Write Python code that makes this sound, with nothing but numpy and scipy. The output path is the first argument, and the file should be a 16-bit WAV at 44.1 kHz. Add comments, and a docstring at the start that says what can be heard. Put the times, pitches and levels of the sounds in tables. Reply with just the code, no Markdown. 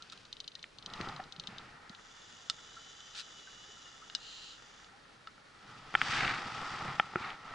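"""Palm-sized electric fishing reel: jigged, it ticks; its motor then whines and hisses, winding in line.
Ticks and clicks are struck resonances; gear noise rings the reel's modes and shaft harmonics whine.
A scuff, line rasps and a drag are grainy noise. A nylon sleeve rustles and knocks on a worn camera's case
(noise swells, struck modes). Behind: noise for still air and ripples at a small boat; wavering sines
for bubble plips, low hull slaps and the hollow note of a knock."""
import sys
import numpy as np
from scipy import signal
from scipy.fft import rfft, irfft
from scipy.io import wavfile
from scipy.ndimage import uniform_filter1d

SR = 44100
rng = np.random.default_rng(int(sys.argv[2]) if len(sys.argv) > 2 else 0)


def generate_wav(signal):
    """Clip the signal to [-1, 1] and save it as 16-bit WAV at the path in sys.argv[1]."""
    frames = np.transpose(np.atleast_2d(signal))
    scaled = np.clip(frames, -1, 1) * 32767
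    pcm = np.round(scaled).astype(np.int16)
    wavfile.write(sys.argv[1], SR, pcm)


N = 332514
TIME_S, BIN_HZ = np.arange(N) / SR, np.fft.rfftfreq(N, 1 / SR)
STRIKE_SAMPLES = 4096
STRIKE_HZ = np.fft.rfftfreq(STRIKE_SAMPLES, 1 / SR)
EDGE_HZ = 11150

# left-right likeness: (frequency [Hz], likeness [0-1])
CASE_LIKENESS = [(30, 0.98), (150, 1), (500, 0.88), (1300, .95), (2100, .93), (2900, 0.73), (3900, 0.77),
                 (6000, 0.8), (10000, 0.5)]  # carried by the case
AIR_LIKENESS = [(30, 0.92), (90, 1), (220, 0.62), (550, 0.027), (1300, 0.46), (2000, 0.58), (2900, 0.15),
                (3900, 0.69), (6000, 0.89), (10000, 0.57)]  # from the open air

# still air: (frequency [Hz], level [dB])
AIR_COLOUR = [(13, -45), (22, 0), (53, -13.5), (119, -7.5), (206, -9), (289, -10.5), (320, -8.5),
              (355, -12), (438, -8.5), (817, -13.5), (1010, -12.5), (1370, -11), (1690, -14), (4310, -16.5),
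              (11000, -36), (14300, -81), (22000, -120)]
AIR_DB = -60.5
# ripples along the hull, before drift and a 2.5 dB cut: (time [s], level [dB])
RIPPLE_LEVELS = [(0, -74), (.3, -72), (.7, -80), (1.3, -64.5), (1.8, -55.5), (2.4, -59), (4.8, -59),
                 (5.15, -62.5), (7.54, -64)]
# bubble plips, low hull slaps and the hollow note of a knock:
# (start [s], peak [dB], starting pitch [Hz], a quarter of the duration [s])
SHORT_NOTES = [(0.002, -53.5, 1310, 0.044), (0.123, -48, 1274, 0.018), (0.557, -58, 1880, .025),
               (1.007, -43, 128, 0.013), (1.196, -36, 760, 0.017), (1.380, -48.5, 164, 0.029),
               (1.484, -46, 196, 0.023), (1.9, -44, 205, 0.011), (2.765, -45, 1318, 0.026),
               (3.47, -49, 1560, 0.022), (3.689, -55.5, 413, 0.016), (4.015, -50, 1288, 0.046),
               (4.523, -53, 1330, 0.026), (4.929, -57.5, 788, 0.052), (6.880, -39, 135, 0.028)]

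# modes of the camera case: (frequency [Hz], width [Hz], level [dB])
CASE_MODES = [(183, 130, -10.5), (814, 98, -1.5), (1335, 164, 1.5), (1827, 214, -2.5), (2340, 200, -10),
              (3570, 390, -16.5)]
# hollow case mode that heavy knocks wake: (frequency [Hz], width [Hz])
THUD_MODE = (356, 35)
# knocks on the case: (start [s], level [dB], brightness [dB/octave], thud mode [dB])
CASE_KNOCKS = [(0.6414, -30.5, 20, -30), (1.004, -27, -10.5, -7), (1.011, -27, 11, -14),
               (1.073, -31.5, -10, -5), (1.2004, -29.5, -5, -21), (5.379, -45, -1, -37),
               (5.9412, -22, -2, -25), (5.9519, -5.5, 5, -8), (6.0157, -9.5, 5, -4.5),
               (6.279, -20, 10, -25), (6.9980, -6.5, 2.5, -31), (7.1363, -30, -11.5, -29.5),
               (7.1579, -15.5, -4.5, -2.5), (7.304, -29.5, 18, -27)]
# cloth spectra: (frequency [Hz], level [dB])
RUB_SPECTRUM = [(40, -44), (130, -11), (250, -15.5), (380, -10.5), (560, -18.5), (780, -4.5), (1000, -7.5),
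                (1320, 0.5), (1600, -17), (1900, -6.5), (2450, -15.5), (3100, -18.5), (4000, -20),
                (6000, -42)]
SWISH_SPECTRUM = [(880, -49), (1500, 0.5), (1980, -8), (2160, -16.5), (2450, -3.5), (3370, -4), (4150, -11),
                  (4660, -5.5), (8220, -22), (11000, -45.5), (14300, -78), (22000, -120)]
FOLD_SPECTRUM = [(22, -5), (60, -13.5), (120, 0), (200, -5.5), (330, -11.5), (600, -12.5), (1200, -12.5),
                 (2400, -48)]
SCRAPE_SPECTRUM = [(700, -15), (1200, -13), (1550, 4.5), (2000, 1.5), (2170, 3), (2480, 0), (2850, -2.5),
                   (3300, -18), (3700, -5.5), (4700, -13), (6000, -57)]
# arm movements:
# (peak [s], rise [s], fall [s], rubbing [dB], nylon swish [dB], heavy folds [dB], hard scraping [dB])
MOVES = [(0.12, 0.29, 0.37, -69.5, -62.5, -71.5, -79), (1.04, 0.23, .29, -46.5, -55.5, -49, -59),
         (1.54, 0.29, 0.38, -57, -61.5, -57.5, -60), (5.72, 0.23, 0.75, -55.5, -61.5, -62, -75),
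         (6.149, 0.24, 0.16, -40, -38.5, -47.5, -39), (6.249, 0.2, 0.26, -37, -44, -47, -35),
         (6.65, 0.65, 0.66, -42, -48.5, -52.5, -58), (6.889, 0.12, 0.11, -41.5, -68, -46, -70),
         (7.255, .17, 0.16, -42, -53.5, -55, -47), (7.52, 0.2, .2, -48.5, -58, -54.5, -57.5)]
SCRAPE_SHARE = 0.7  # of a movement's rise and fall
# drop one rise before and one fall after the peak; shape 1 = pointed, 2 = round
SWELL_DROP_DB, SWELL_SHAPE = 20.5, 1.85

# rasp and drag spectra: (frequency [Hz], level [dB])
RASP_SPECTRUM = [(530, -62), (900, -31), (1310, -12.5), (1820, -10), (2080, -23), (2570, -7), (3030, -12),
                 (3820, -4), (8120, -22.5), (11000, -38), (14300, -67), (22000, -120)]
DRAG_SPECTRUM = [(2000, -43), (2550, -10), (2880, 0), (3500, -8.5), (4000, 0), (4700, -9.5), (5700, -16),
                 (6700, -15), (7150, -10.5), (8200, -29), (11000, -45)]
# short rasps, an early scuff, then line jerking over the spool: (peak [s], rise [s], fall [s], level [dB])
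SHORT_RASPS = [(0.126, 0.01, 0.016, -48.5), (3.153, 0.0068, .014, -54), (3.196, 0.061, .032, -41.5)]
DRAG_FROM_S, DRAG_TO_S, DRAG_RAMP_S, DRAG_DB = 4.16, 4.6, 0.098, -51

# motor speed, giving with the pull on the line: (time [s], shaft speed [turns/s])
SHAFT_SPEED = [(1.9, 102), (2.3, 106.5), (2.58, 107.7), (2.72, 111.7), (2.87, 111.9), (3.08, 113.5),
               (3.21, 111.2), (3.3, 111.7), (3.41, 108.8), (3.58, 108.4), (3.67, 111), (3.77, 111.1),
               (3.93, 104.9), (4.5, 106), (4.9, 105)]
# whine harmonics: (multiple of shaft speed, level [dB])
WHINE_HARMONICS = [(26, -12), (27, -1), (51, -10), (54, -11), (63, -12)]
# reel modes rung by the gears: (frequency [Hz], width [Hz], level [dB])
GEAR_MODES = [(2920, 180, 1), (3463, 113, 3), (3830, 51, -4), (4700, 200, -6), (5040, 260, -5),
              (5900, 300, -5), (6660, 310, -5.5), (7200, 540, -9.5)]
# narrow spool modes, sung as shaft harmonics pass: (frequency [Hz], width [Hz], level [dB])
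SPOOL_MODES = [(3505, 45, -73), (3660, 14, -67.5), (3920, 46, -66)]
POLES = 3
MOTOR_ON_S, MOTOR_OFF_S, FADE_IN_S, FADE_OUT_S = 1.83, 4.91, 0.27, 0.071
WHINE_DB, LOADED_GAIN_DB = -78, 15  # gain added while the rod is bent hardest
LOAD_FROM_S, LOAD_TO_S, LOAD_RAMP_S = 2.56, 3.96, 0.09
HISS_PEAK_DB, HISS_PEAK_S, HISS_EASE_DB_PER_S2 = -57, 3.18, -2
TAUT_FROM_S = 2.22  # line taut: the spool can sing

# clicks of the reel's plastic shell, before a common 2 dB gain:
# (start [s], level [dB], brightness [dB/octave], place [0 = switch, 1 = frame], left-right [dB])
SHELL_CLICKS = [(2.4990, -14.5, 2.5, 0, -0.5), (4.0990, -36.5, -13, 1, -1), (4.1504, -17, 0, 1, 2),
                (4.845, -44.5, -6, 0.24, 0), (5.273, -34.5, -10.5, 0.24, 0)]
# shell modes: (frequency [Hz], width [Hz], struck at switch [dB], struck at frame [dB])
SHELL_MODES = [(230, 210, -17.5, -55), (1317, 68, -1.5, -22), (1630, 56, -16, -9), (1790, 140, -6, -32),
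               (2953, 76, -2, 1.5), (3650, 180, 3.5, -24), (3790, 110, -23, 5), (3970, 240, -22, -3),
               (4330, 340, -8, -10), (4460, 140, -3, -8), (5070, 170, -3, -0.5), (5270, 280, -11.5, -28),
               (5600, 100, -18, -6), (6870, 140, -18.5, -21), (7500, 210, -15, -16.5)]
# single ticks outside the bouts, the first a lone jig stroke, sounded 0.8 ms late: (time [s], level [dB],
# brightness [dB/octave])
SINGLE_TICKS = [(0.0227, -34.5, 4), (1.5822, -32, -5), (1.8945, -38.5, 3), (1.948, -38.5, -11)]
# (frequency [Hz], width [Hz], level [dB])
REEL_TICK_MODES = [(3040, 230, -7.5), (3650, 270, -8), (3980, 420, -3.5), (4760, 170, -9.5),
                   (6140, 200, -10.5), (7750, 350, -45)]
# jigging bouts: (first tick [s], last stroke tick [s], level [dB], first-stroke offset [dB])
JIG_BOUTS = [(0.0984, 0.2515, -40.5, 2), (0.327, 0.6274, -27.5, -3), (0.7847, 1.238, -28.5, -8),
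             (1.3226, 1.4716, -27, -4.5)]
STROKE_S, TIRING_DB_PER_S2 = 0.075, -66
RETURN_S, RETURN_DB = 0.04, -12  # softer tick as the reel swings back
STROKE_DB_PER_OCT, RETURN_DB_PER_OCT, SPREAD_DB_PER_OCT = 0.4, -8, 0.81


def amp(db):
    """Decibels to gain."""
    return 10 ** (np.asarray(db) / 20)


def unit(x):
    """Scaled to rms 1."""
    return x / np.sqrt(np.mean(x ** 2) + 1e-20)


def read(points, hz=BIN_HZ):
    """A table interpolated along log frequency."""
    f, value = np.transpose(points)
    return np.interp(np.log(hz + 1), np.log(f + 1), value)


def level(s, db):
    """Gain along a dB curve, -140 dB outside it."""
    return amp(np.interp(TIME_S, s, db, left=-140, right=-140))


def add(mix, s, sound):
    """Mixes a stereo sound in at time s."""
    part = mix[:, max(round(s * SR), 0):][:, :sound.shape[1]]
    part += sound[:, :part.shape[1]]


def resonances(modes, hz):
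    """Gain of a body: mode powers added."""
    power = 0
    for f, width, db in modes:
        detune = (hz ** 2 - f ** 2) / (width * hz + 1)
        power = power + amp(db) ** 2 / (1 + detune ** 2)
    return np.sqrt(power)


def below(hz, edge_hz, order):
    """Low-pass gain; a negative order makes it a high-pass."""
    return 1 / np.sqrt(1 + ((hz + 1) / edge_hz) ** (2 * order))


def wander(rate_hz):
    """Low-passed random drift of rms 1."""
    noise = rfft(rng.standard_normal(N))
    return unit(irfft(noise * below(BIN_HZ, rate_hz, order=3), N))


def coloured(pair, gain, likeness):
    """Mid and side drives become one coloured stereo sound of rms 1."""
    a, b = rfft(pair)
    same = np.clip(read(likeness), 0, 1)
    mid, side = a * np.sqrt(1 + same), b * np.sqrt(1 - same)
    return unit(irfft(np.array([mid + side, mid - side]) * gain, N))


def friction(gain, likeness, grains_per_s, spread_db, grainy):
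    """Tiny slips of uneven size over a smooth hiss."""
    sizes = amp(spread_db * np.minimum(rng.exponential(1, N), 3))
    slips = (rng.random(N) < grains_per_s / SR) * sizes
    grains = unit(slips * rng.choice([-1, 1], (2, N)))
    return coloured(rng.standard_normal((2, N)) + grainy * grains, gain, likeness)


def strike(gain, ring_peak_db, echo_s, echo, scatter, scatter_s, width):
    """A blow rings a body; one near reflection and a short scatter follow."""
    # minimum phase: the ring starts at once
    log_gain = np.log(np.maximum(gain / gain.max(), 1e-5))
    mirrored = np.r_[log_gain, log_gain[-2:0:-1]]
    ring = np.fft.ifft(np.exp(np.conj(signal.hilbert(mirrored)))).real
    t = np.arange(STRIKE_SAMPLES) / SR
    decay = np.exp(-t / scatter_s) + 0.018 * np.exp(-t / 0.015)
    mid, side = rng.standard_normal((2, STRIKE_SAMPLES)) * decay
    paths = (scatter * mid + width * np.array([side, -side])) / np.linalg.norm(mid)
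    paths[:, 0] += 1  # direct sound
    reflection = echo * np.exp(-2j * np.pi * STRIKE_HZ * echo_s)
    sound = irfft(rfft(ring) * (rfft(paths) + reflection), STRIKE_SAMPLES)
    return amp(ring_peak_db) * sound / abs(ring).max()


def tilt(db_per_octave, centre_hz):
    """Brightness slope about a centre, flat beyond two octaves."""
    return amp(db_per_octave * np.log2(np.clip(STRIKE_HZ / centre_hz, 1 / 4, 4)))


def swell(peak_s, rise_s, fall_s, db):
    """Gain of a movement that gathers speed and slows again."""
    away = np.maximum((peak_s - TIME_S) / rise_s, (TIME_S - peak_s) / fall_s)
    return amp(db - SWELL_DROP_DB * np.minimum(away, 10) ** SWELL_SHAPE)


def held(from_s, to_s, attack_s, release_s):
    """Attack, hold and release, 0-1."""
    return np.clip(np.minimum((TIME_S - from_s) / attack_s, (to_s - TIME_S) / release_s), 0, 1)


def still_air():
    """Steady coloured noise with slight level drift."""
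    noise = coloured(rng.standard_normal((2, N)), amp(read(AIR_COLOUR)), AIR_LIKENESS)
    return noise * amp(AIR_DB + 0.77 * wander(18))


def ripples():
    """Ripples along the hull, heard through the case's modes."""
    case = resonances(CASE_MODES, BIN_HZ) * below(BIN_HZ, 810, order=-1) * below(BIN_HZ, 2160, order=6)
    lapping = friction(case, AIR_LIKENESS, grains_per_s=200, spread_db=3.0, grainy=0.52)
    return lapping * level(*np.transpose(RIPPLE_LEVELS)) * amp(-2.5 + 2.16 * wander(47))


def short_notes():
    """Bubble plips, low hull slaps and the hollow note of a knock, each wavering and rising a little."""
    out = np.zeros((2, N))
    for s, peak_db, start_hz, length_s in SHORT_NOTES:
        u = np.arange(int(4 * length_s * SR)) / (length_s * SR)
        envelope = (4 * u) * np.exp(1 - 4 * u)
        waver = uniform_filter1d(rng.standard_normal(len(u)), size=100)
        pitch_hz = start_hz * (1 + 0.037 * u + 0.37 * waver)
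        note = np.sin(2 * np.pi * np.cumsum(pitch_hz) / SR)
        add(out, s, amp(peak_db) * np.array([envelope * note] * 2))
    return out


def clothes():
    """Cloth rubs and scrapes on the case, nylon swishes and heavy folds shift."""
    case = resonances(CASE_MODES, BIN_HZ) ** 0.26  # modes only faintly felt
    rub = friction(amp(read(RUB_SPECTRUM)) * case, CASE_LIKENESS,
                   grains_per_s=600, spread_db=3, grainy=0.72) * amp(0.92 * wander(38))
    swish = friction(amp(read(SWISH_SPECTRUM)), CASE_LIKENESS,
                     grains_per_s=1100, spread_db=2.5, grainy=0.77) * amp(1.2 * wander(60))
    folds = friction(amp(read(FOLD_SPECTRUM)), CASE_LIKENESS,
                     grains_per_s=200, spread_db=3, grainy=0.41) * amp(3.4 * wander(32))
    scrape = friction(amp(read(SCRAPE_SPECTRUM)), CASE_LIKENESS,
                      grains_per_s=760, spread_db=1.5, grainy=1.34) * amp(2.1 * wander(80))
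    power = np.zeros((4, N))
    for s, rise, fall, rub_db, swish_db, folds_db, scrape_db in MOVES:
        cloth = [swell(s, rise, fall, db) for db in (rub_db, folds_db, swish_db)]
        scraped = swell(s, SCRAPE_SHARE * rise, SCRAPE_SHARE * fall, scrape_db)
        power += np.square([*cloth, scraped])
    rubbing, folding, swishing, scraping = np.sqrt(power)
    swish = swish * amp([[0.8], [-0.8]])  # slightly left
    return rub * rubbing + folds * folding + swish * swishing + scrape * scraping


def knocks():
    """Dull, dry blows ring the camera case."""
    out = np.zeros((2, N))
    muffle = below(STRIKE_HZ, 3340, order=18) + 0.018 * below(STRIKE_HZ, 5550, order=4)
    for s, db, bright, thud_db in CASE_KNOCKS:
        case = resonances([*CASE_MODES, (*THUD_MODE, thud_db)], STRIKE_HZ) * muffle
        sound = strike(case * tilt(bright, 1970), db, echo_s=0.002184, echo=0.091,
                       scatter=0.61, scatter_s=0.0021, width=0.22)
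        add(out, s, sound)
    return out


def rasps_and_drag():
    """Short rasps: an early scuff, then line jerking over the spool; later a longer drag of line."""
    rasp = friction(amp(read(RASP_SPECTRUM)), AIR_LIKENESS, grains_per_s=1100, spread_db=3.5, grainy=2.8)
    drag = friction(amp(read(DRAG_SPECTRUM)), AIR_LIKENESS, grains_per_s=710, spread_db=3.0, grainy=0.61)
    rasping = sum(swell(*row) for row in SHORT_RASPS)
    dragging = amp(DRAG_DB) * held(DRAG_FROM_S, DRAG_TO_S, DRAG_RAMP_S, DRAG_RAMP_S)
    return rasp * rasping + drag * dragging


def gear_hiss(turn):
    """Gear noise throbs with the motor's poles in the reel's resonances."""
    throb = 1 + 0.42 * np.cos(POLES * turn)
    teeth = rng.standard_normal((2, N)) * throb * amp(2.0 * wander(150))
    # uneven teeth: a comb of faint shaft harmonics, alike left and right
    comb = unit(sum(np.cos(k * turn + 2 * np.pi * rng.random()) for k in range(28, 72)))
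    teeth[0] += 0.29 * comb
    body = resonances(GEAR_MODES, BIN_HZ) * below(BIN_HZ, 2560, order=-8) * below(BIN_HZ, 7700, order=12)
    ease_db = HISS_EASE_DB_PER_S2 * (TIME_S - HISS_PEAK_S) ** 2
    return coloured(teeth, body, AIR_LIKENESS) * amp(HISS_PEAK_DB + ease_db)


def tooth_whine(turn):
    """Tooth meshing sounds shaft harmonics, louder under load."""
    load = held(LOAD_FROM_S, LOAD_TO_S, LOAD_RAMP_S, LOAD_RAMP_S)
    flutter = amp(1.5 * wander(14))
    tones = sum(amp(db) * unit(np.cos(k * turn)) for k, db in WHINE_HARMONICS)
    return tones * amp(WHINE_DB + LOADED_GAIN_DB * load) * flutter


def spool_singing(turn, speed):
    """Narrow spool modes sing as shaft harmonics pass through them."""
    tones = sum(resonances(SPOOL_MODES, k * speed) * unit(np.cos(k * turn)) for k in range(33, 37))
    return tones * held(TAUT_FROM_S, LOAD_TO_S, LOAD_RAMP_S, LOAD_RAMP_S)


def motor():
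    """One slightly unsteady shaft drives hiss, whine and spool."""
    running = held(MOTOR_ON_S, MOTOR_OFF_S, FADE_IN_S, FADE_OUT_S)
    speed = np.interp(TIME_S, *np.transpose(SHAFT_SPEED))
    turn = 2 * np.pi * np.cumsum(speed * (1 + 0.0009 * wander(47.0))) / SR
    return running * (gear_hiss(turn) + tooth_whine(turn) + spool_singing(turn, speed))


def shell_clicks():
    """Plastic shell clicks; the place struck sets the mode balance."""
    out = np.zeros((2, N))
    for s, db, bright, place, pan_db in SHELL_CLICKS:
        modes = [(hz, width, switch_db + place * (frame_db - switch_db))
                 for hz, width, switch_db, frame_db in SHELL_MODES]
        shell = resonances(modes, STRIKE_HZ) * below(STRIKE_HZ, 8100, order=7)
        sound = strike(shell * tilt(bright, 5200), db + 2.0, echo_s=0.00143, echo=0.44,
                       scatter=0.43, scatter_s=0.0062, width=0.3)
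        add(out, s, sound * amp([[pan_db / 2], [-pan_db / 2]]))
    return out


def jigging():
    """Even strokes, the first set apart in level, then tiring; each but the last has a return tick."""
    rows = []  # (time [s], level [dB], brightness [dB/octave])
    for first, last, bout_db, first_db in JIG_BOUTS:
        strokes = np.linspace(first, last, round((last - first) / STROKE_S) + 1)
        spreads = SPREAD_DB_PER_OCT * rng.standard_normal((len(strokes), 2))
        for s, spread in zip(strokes, spreads):
            db = bout_db + TIRING_DB_PER_S2 * (s - first) ** 2
            rows.append((s, db + first_db * (s == first), STROKE_DB_PER_OCT + spread[0]))
            if s < last:
                rows.append((s + RETURN_S, db + RETURN_DB, RETURN_DB_PER_OCT + spread[1]))
    return rows


def reel_ticks():
    """Light blows ring the reel as it is jigged and handled."""
    out = np.zeros((2, N))
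    band = below(STRIKE_HZ, 2540, order=-7) * below(STRIKE_HZ, 6240, order=4)
    tick = resonances(REEL_TICK_MODES, STRIKE_HZ) * band
    for s, db, bright in jigging() + list(SINGLE_TICKS):
        sound = strike(tick * tilt(bright, 4000), db, echo_s=0.0019, echo=0.39,
                       scatter=0.67, scatter_s=0.0048, width=0.51)
        add(out, s + 0.0008, sound * amp([[0.8], [-0.8]]))
    return out


def scene():
    """Surroundings, angler and reel together."""
    surroundings = still_air() + ripples() + short_notes()
    angler = clothes() + knocks()
    reel = rasps_and_drag() + motor() + shell_clicks() + reel_ticks()
    return surroundings + angler + reel


def record(dry):
    """Band limit: linear-phase low-pass at EDGE_HZ."""
    lowpass = signal.firwin(401, EDGE_HZ, window=("kaiser", 8), fs=SR)
    return signal.oaconvolve(dry, lowpass[None], "same")


dry = scene()
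out = record(dry)
generate_wav(out)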